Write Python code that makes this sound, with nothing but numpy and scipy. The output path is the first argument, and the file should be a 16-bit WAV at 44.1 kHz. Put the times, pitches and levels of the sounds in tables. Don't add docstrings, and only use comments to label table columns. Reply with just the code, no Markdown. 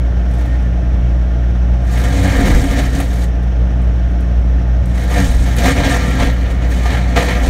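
import sys
import numpy as np
from scipy import signal
from scipy.fft import rfft, irfft, next_fast_len
from scipy.io import wavfile

SR = 44100
rng = np.random.default_rng(int(sys.argv[2]) if len(sys.argv) > 2 else 0)


def dump(signal):
    limited = np.clip(np.atleast_2d(signal).T, -1, 1)
    pcm = np.round(limited * 32767).astype(np.int16)
    wavfile.write(sys.argv[1], SR, pcm)


N = 330309
TIME = np.arange(N) / SR


def from_db(db):
    return 10 ** (np.asarray(db) / 20)


def unit_rms(x):
    return x / np.sqrt(np.mean(x ** 2) + 1e-20)


def curves(rows):
    times, *columns = np.transpose(rows)
    return [np.interp(TIME, times, column) for column in columns]


def turns_of(hz):
    return np.cumsum(hz) / SR


def drift(hz):
    step, settle = 40, 2000
    pole = np.exp(-2 * np.pi * hz * step / SR)
    noise = rng.standard_normal(N // step + settle + 2)
    slow = signal.lfilter([1], [1, -2 * pole, pole ** 2], noise)[settle:]
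    return np.interp(np.arange(N) / step, np.arange(len(slow)), unit_rms(slow))


def tone(turns, waver, waver_hz):
    angle = 2 * np.pi * (turns + rng.random())
    strength = 1 + waver * drift(waver_hz)
    return unit_rms(strength * np.sin(angle) + waver * drift(waver_hz) * np.cos(angle))


def grains(per_s, spread_db):
    sizes = from_db(spread_db * np.minimum(rng.exponential(1, N), 4))
    return unit_rms(sizes * rng.choice([-1, 1], N) * (rng.random(N) < per_s / SR))


def strokes(turns, decay_turns, uneven_db):
    strength = from_db(uneven_db * np.clip(rng.standard_normal(N), -2, 2))
    return unit_rms(strength[turns.astype(int)] * np.exp(-(turns % 1) / decay_turns))


def swell(start, attack_s, hold_s, release_s):
    age = TIME - start
    return np.clip(age / attack_s, 0, 1) * np.exp(-np.clip((age - attack_s - hold_s) / release_s, 0, 20))


def swells(rows, attack_s, release_s):
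    return sum(from_db(db) * swell(start, attack_s, hold_s, release_s) for start, hold_s, db in rows)


def breaks(rows, crack_s, tail_s, tail_db):
    out = np.zeros(N)
    for start, db in rows:
        first = int(start * SR)
        age = TIME[:min(N - first, SR // 2)]
        tail = from_db(tail_db) * np.exp(-age / tail_s)
        out[first:first + len(age)] += from_db(db) * (np.exp(-age / crack_s) + tail)
    return out


def lagged(x, lag_s):
    pole = np.exp(-1 / (lag_s * SR))
    return signal.lfilter([1 - pole], [1, -pole], x)


def patchy(x, depth_db, flare_hz):
    size = next_fast_len(N, real=True)
    octaves = np.log2(np.clip(np.fft.rfftfreq(size, 1 / SR), 500, 16000) / 500)
    spectrum = rfft(x, size)
    bands = (irfft(spectrum * np.maximum(1 - abs(2 * octaves - k), 0), size)[:N] for k in range(11))
    return unit_rms(sum(band * from_db(depth_db * drift(flare_hz)) for band in bands))


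# centre in Hz, width in Hz, lift in dB at full ringing.
STEEL_MODES = [(275.4, 28, 11), (362, 16, 5), (494.5, 35, 13), (580, 35, 6), (705, 45, 10), (865, 85, 2),
               (1205.5, 31, 11), (1356, 54, 9.5), (1615, 41, 9.5), (1790, 93, 7.5), (3030, 87, 5.5)]
def colour(x, spectrum, ringing):
    size = next_fast_len(N + SR // 2, real=True)
    hz = np.maximum(np.fft.rfftfreq(size, 1 / SR), 1)
    points, levels = np.transpose(spectrum)
    broad_db = np.interp(np.log(hz), np.log(points), levels)
    steel_db = sum(lift / (1 + (2 * (hz - centre) / width) ** 2) for centre, width, lift in STEEL_MODES)
    cepstrum = irfft(np.log(from_db(broad_db + ringing * steel_db)), size)
    response = np.exp(rfft(2 * cepstrum[:size // 2], size))
    return unit_rms(irfft(rfft(x, size) * response, size)[:N])


def scatter(x, decay_s, echo_db):
    age = TIME[:SR // 6]
    echoes = rng.standard_normal(len(age)) * (rng.random(len(age)) < .05) * np.exp(-age / decay_s)
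    echoes *= from_db(echo_db) / np.sqrt(np.sum(echoes ** 2))
    highpass = signal.butter(2, 1900, "high", fs=SR, output="sos")
    return unit_rms(x + signal.sosfilt(highpass, signal.fftconvolve(x, echoes)[:N]))


# time in seconds, crank turns per second.
CRANK_SPEED = [(0, 29.67), (2.0, 29.67), (2.6, 29.35), (3.3, 29.25), (3.65, 29.7), (7.49, 29.65)]
# multiple of the crank speed, level in dB.
ENGINE_TONES = [(2.5, -53.5), (3.5, -36.5), (4, -30), (5, -41), (6, -28.5), (7, -53.5), (8.5, -44.5),
                (10, -41.5), (11.5, -49), (12, -46), (15, -46), (18, -53), (19, -43.5), (20, -58.5),
                (21, -47), (22, -49.5), (23, -47.5), (24, -46), (26, -58.5), (28, -49.5), (48, -53.5),
                (54, -54.5), (60, -52.5)]
# frequency in Hz, relative density in dB.
BLOCK_SPECTRUM = [(20, -38.5), (42, 1.5), (115, 2), (150, -9.5), (275, -10), (330, -17.5), (680, -18),
                  (1000, -26.5), (1900, -27), (2600, -34.5), (3200, -34.5), (4800, -46.5), (5700, -38.5),
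                  (7300, -52), (15500, -65)]
def diesel(load):
    exhaust_db, load_dip_db, fan_hz = -12, 7.5, 124.3
    crank = turns_of(curves(CRANK_SPEED)[0])
    exhaust = from_db(exhaust_db - load_dip_db * load) * tone(2 * crank, waver=0.13, waver_hz=9.9)
    tones = sum(from_db(db) * tone(k * crank, waver=0.25, waver_hz=5.7) for k, db in ENGINE_TONES)
    clatter = rng.standard_normal(N) * (8.5 + strokes(2 * crank, decay_turns=0.89, uneven_db=7))
    fan = from_db(-29) * tone(fan_hz * TIME, waver=0.29, waver_hz=3.7)
    block = scatter(colour(clatter, BLOCK_SPECTRUM, ringing=0.27), decay_s=0.0082, echo_db=-8)
    return exhaust + tones + fan + from_db(-24) * block


# time in seconds, turns per second.
CUTTER_SPEED = [(0, 50.5), (1.8, 54), (2.05, 46), (2.22, 46.6), (2.38, 44), (2.75, 42.8), (3.1, 37.7),
                (3.5, 44.6), (5.0, 50), (5.2, 47.4), (5.34, 40), (5.85, 42.5), (6.3, 43), (6.8, 42),
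                (7.2, 49), (7.49, 44)]
def drum_turns():
    return turns_of(curves(CUTTER_SPEED)[0])


# multiple of the drum speed, relative level in dB.
TOOTH_TONES = [(2, 0.5), (4, -3), (6, -2.5), (12, -18)]
# start in seconds, hold in seconds, level in dB.
DRUM_LURCHES = [(2.33, .1, -16.5), (2.5, 0.029, -11), (2.65, .015, -17), (5.23, 0.12, -15.5),
                (5.79, 0.032, -28), (6.17, 0.052, -20), (7.41, 0.056, -15)]
# start in seconds, hold in seconds, hum gain in dB.
HOUSING_GROWLS = [(2.1, 0.15, -19.5), (5.13, 0.026, -18.5)]
def drum(turns, load):
    free_shudder_db, loaded_shudder_db = -43.5, -20.5
    free_hum_db, loaded_hum_db = -42.5, -30
    lurches = swells(DRUM_LURCHES, attack_s=0.048, release_s=0.036)
    growls = swells(HOUSING_GROWLS, attack_s=0.065, release_s=0.046)
    shudder_gain = from_db(free_shudder_db) + from_db(loaded_shudder_db) * load + lurches
    hum_gain = from_db(free_hum_db) + from_db(loaded_hum_db) * load + growls
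    shudder = tone(turns, waver=0.21, waver_hz=33)
    hum = sum(from_db(db) * tone(k * turns, waver=0.25, waver_hz=10) for k, db in TOOTH_TONES)
    return shudder_gain * shudder + hum_gain * hum


# time in seconds, shredding in dB, chip spray in dB.
SKIM_FEED = [(.25, -52, -70), (.4, -38, -52), (.62, -48, -63)]
FIRST_FEED = [(1.8, -55, -63), (1.93, -30.5, -36.5), (2.45, -24, -38), (3.0, -37, -40.5),
              (3.07, -42.5, -42.5), (3.13, -36.5, -40), (3.245, -36, -40), (3.32, -62, -70)]
SECOND_FEED = [(4.818, -55, -61), (4.97, -33, -44.5), (5.24, -33, -34), (5.45, -32, -39),
               (6.151, -25.5, -39), (6.34, -34.5, -50), (6.6, -35, -57), (6.78, -30, -39.5),
               (7.06, -30, -48), (7.49, -27, -41)]
# start and hold in seconds, then pounding, shredding and chip spray in dB.
TRUNK_BITES = [(2.02, 0.033, -24, -32, -54), (2.133, 0.098, -26.5, -47, -57),
               (2.226, 0.11, -19, -25.5, -38), (2.35, 0.058, -14, -30, -37),
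               (2.44, 0.017, -10.5, -23.5, -31), (2.528, 0.064, -16.5, -37, -35),
               (2.687, 0.019, -19.5, -26.5, -36.5), (2.75, .025, -17, -22.5, -33),
               (2.912, .07, -19, -30.5, -39), (5.09, 0.033, -26, -25, -35.5),
               (5.148, 0.027, -23.5, -22.5, -32), (5.435, 0.03, -29, -29.5, -43),
               (5.562, 0.034, -20, -23, -32), (5.625, 0.05, -15, -18, -28.5),
               (5.745, 0.037, -14.5, -20, -37), (5.831, 0.087, -21, -20, -30),
               (5.99, 0.085, -23, -27.5, -40), (6.178, 0.035, -17, -20, -35.5),
               (6.388, 0.023, -26, -33, -50), (6.48, 0.017, -33, -32.5, -47), (6.604, 0.014, -33, -31, -51),
               (6.69, .02, -28, -31, -38), (6.84, 0.088, -31, -24.5, -41), (7.15, 0.052, -19, -18.5, -29.5),
               (7.27, 0.019, -28, -23.5, -37), (7.415, 0.02, -26, -27.5, -35.5)]
def cut_gains():
    attack_s, release_s = 0.021, 0.061
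    brush_pounding_db = 2.5
    power = np.zeros((3, N))
    for feed in (SKIM_FEED, FIRST_FEED, SECOND_FEED):
        shred_db, spray_db = curves(feed)
        touching = (TIME >= feed[0][0]) & (TIME <= feed[-1][0] + release_s)
        power += touching * from_db([shred_db + brush_pounding_db, shred_db, spray_db]) ** 2
    for start, hold_s, *levels_db in TRUNK_BITES:
        power += np.outer(from_db(levels_db), swell(start, attack_s, hold_s, release_s)) ** 2
    return np.sqrt(power)


# frequency in Hz, relative density in dB.
POUND_SPECTRUM = [(30, -34), (70, 5), (125, -0.5), (260, -3.5), (330, -12.5), (500, -17), (1050, -38.5),
                  (1700, -24.5), (2200, -25), (2900, -52)]
SHRED_SPECTRUM = [(150, -21.5), (330, -2.5), (700, 6), (1000, 0.5), (1450, -4), (1900, 3), (2350, 3.5),
                  (2700, -6), (4100, -5.5), (4900, -16), (6500, -12.5), (10000, -33.5)]
SPRAY_SPECTRUM = [(1500, -35), (3500, 3), (4900, -2), (6500, -0.5), (7600, -3.5), (8700, -2), (9900, -4.5),
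                  (10400, -12.5), (11800, -8.5), (15500, -18)]
def cutting_teeth(turns, pound_gain, shred_gain, spray_gain):
    uneven_feed = from_db(0.48 * drift(hz=27))
    bite = unit_rms(2.5 + strokes(turns, decay_turns=1, uneven_db=3.5)) * uneven_feed
    pounding = colour(bite * grains(per_s=3500, spread_db=2.5), POUND_SPECTRUM, ringing=1)
    fibres = colour(bite * grains(per_s=13000, spread_db=2), SHRED_SPECTRUM, ringing=0.91)
    chips = colour(bite * grains(per_s=20000, spread_db=3), SPRAY_SPECTRUM, ringing=0.47)
    shredding = patchy(scatter(fibres, decay_s=0.011, echo_db=-8), depth_db=1.5, flare_hz=18)
    spray = patchy(scatter(chips, decay_s=0.0073, echo_db=-7), depth_db=1.95, flare_hz=30)
    return pound_gain * pounding + shred_gain * shredding + spray_gain * spray


# start in seconds, level in dB.
TWIG_SNAPS = [(.287, -53), (.312, -50), (.337, -49), (.385, -49), (.41, -49), (.458, -50), (.602, -53),
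              (.626, -57), (1.87, -44), (3.001, -30.5), (3.429, -53), (3.818, -54), (4.109, -57),
              (4.206, -49), (4.857, -42), (4.955, -42), (5.566, -31.5), (6.41, -46), (6.51, -43)]
# frequency in Hz, relative density in dB.
TWIG_SPECTRUM = [(1500, -11), (4000, -6), (8500, 2), (12500, -3), (15500, -6.5)]
def snapping_twigs():
    crackle = colour(grains(per_s=12000, spread_db=3), TWIG_SPECTRUM, ringing=0)
    ticks = patchy(crackle, depth_db=2.5, flare_hz=30)
    return ticks * breaks(TWIG_SNAPS, crack_s=0.0014, tail_s=0.029, tail_db=-4.5)


# start and hold in seconds, first pitch in Hz, level in dB.
ARM_WHINES = [(0.299, 0.99, 293, -44.5), (3.148, .35, 219, -42)]
def hydraulics():
    rise_hz_per_s = 36
    out = np.zeros(N)
    for start, hold_s, hz, db in ARM_WHINES:
        turns = turns_of(hz + rise_hz_per_s * (TIME - start))
        whine = tone(turns, waver=0.32, waver_hz=4.6)
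        octave = from_db(-2.5) * tone(2 * turns, waver=0.22, waver_hz=5)
        out += from_db(db) * swell(start, attack_s=0.22, hold_s=hold_s, release_s=0.22) * (whine + octave)
    return out


# peak time in seconds, pitch in Hz, length in seconds, level in dB.
STEEL_SQUEAKS = [(0.517, 1830, 0.076, -37), (0.67, 1770, .07, -42), (6.324, 14920, 0.031, -53),
                 (6.332, 11700, .025, -52), (6.39, 11500, .03, -56), (6.69, 14980, 0.029, -52)]
def squeaks():
    out = np.zeros(N)
    for peak_s, hz, length_s, db in STEEL_SQUEAKS:
        envelope = np.exp(-(2 * (TIME - peak_s) / length_s) ** 2)
        turns = turns_of(hz * (1 + 0.012 * drift(hz=150)))
        out += from_db(db) * envelope * tone(turns, waver=0.24, waver_hz=37)
    return out


# start in seconds, hold in seconds, level in dB.
TRUNK_GRINDS = [(2.01, .08, -35), (2.235, 0.095, -28), (5.13, .03, -28.5), (5.87, 0.046, -33)]
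# frequency in Hz, relative density in dB.
GRIND_SPECTRUM = [(1200, -36), (1580, -5), (1800, 1.5), (2000, -7), (2700, -36)]
def grinding():
    singing = colour(grains(per_s=3000, spread_db=0.5), GRIND_SPECTRUM, ringing=0.9)
    return singing * swells(TRUNK_GRINDS, attack_s=0.026, release_s=0.057)


# start in seconds, level in dB.
STEM_SPLITS = [(2.703, -34), (2.79, -28), (2.86, -30), (3.0, -25), (5.566, -32), (5.62, -26), (5.835, -20),
               (6.207, -24), (7.161, -14), (7.172, -20), (7.282, -23), (7.427, -30)]
def splitting_stems():
    splinters = colour(grains(per_s=8000, spread_db=1.5), SHRED_SPECTRUM, ringing=0.99)
    return splinters * breaks(STEM_SPLITS, crack_s=0.018, tail_s=0.054, tail_db=-11.5)


def scene():
    full_load_db = -11
    pound_gain, shred_gain, spray_gain = cut_gains()
    load = lagged(pound_gain, lag_s=0.097) / from_db(full_load_db)
    turns = drum_turns()
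    machine = diesel(load) + drum(turns, load) + hydraulics() + squeaks()
    cut = cutting_teeth(turns, pound_gain, shred_gain, spray_gain)
    return (machine + cut + snapping_twigs() + grinding() + splitting_stems())[None, :]


def record(dry):
    cutoff_hz = 15700
    rounded = dry / (1 + dry ** 8) ** (1 / 8)
    return signal.sosfilt(signal.ellip(12, .1, 90, cutoff_hz, fs=SR, output="sos"), rounded)


dry = scene()
out = record(dry)
dump(out)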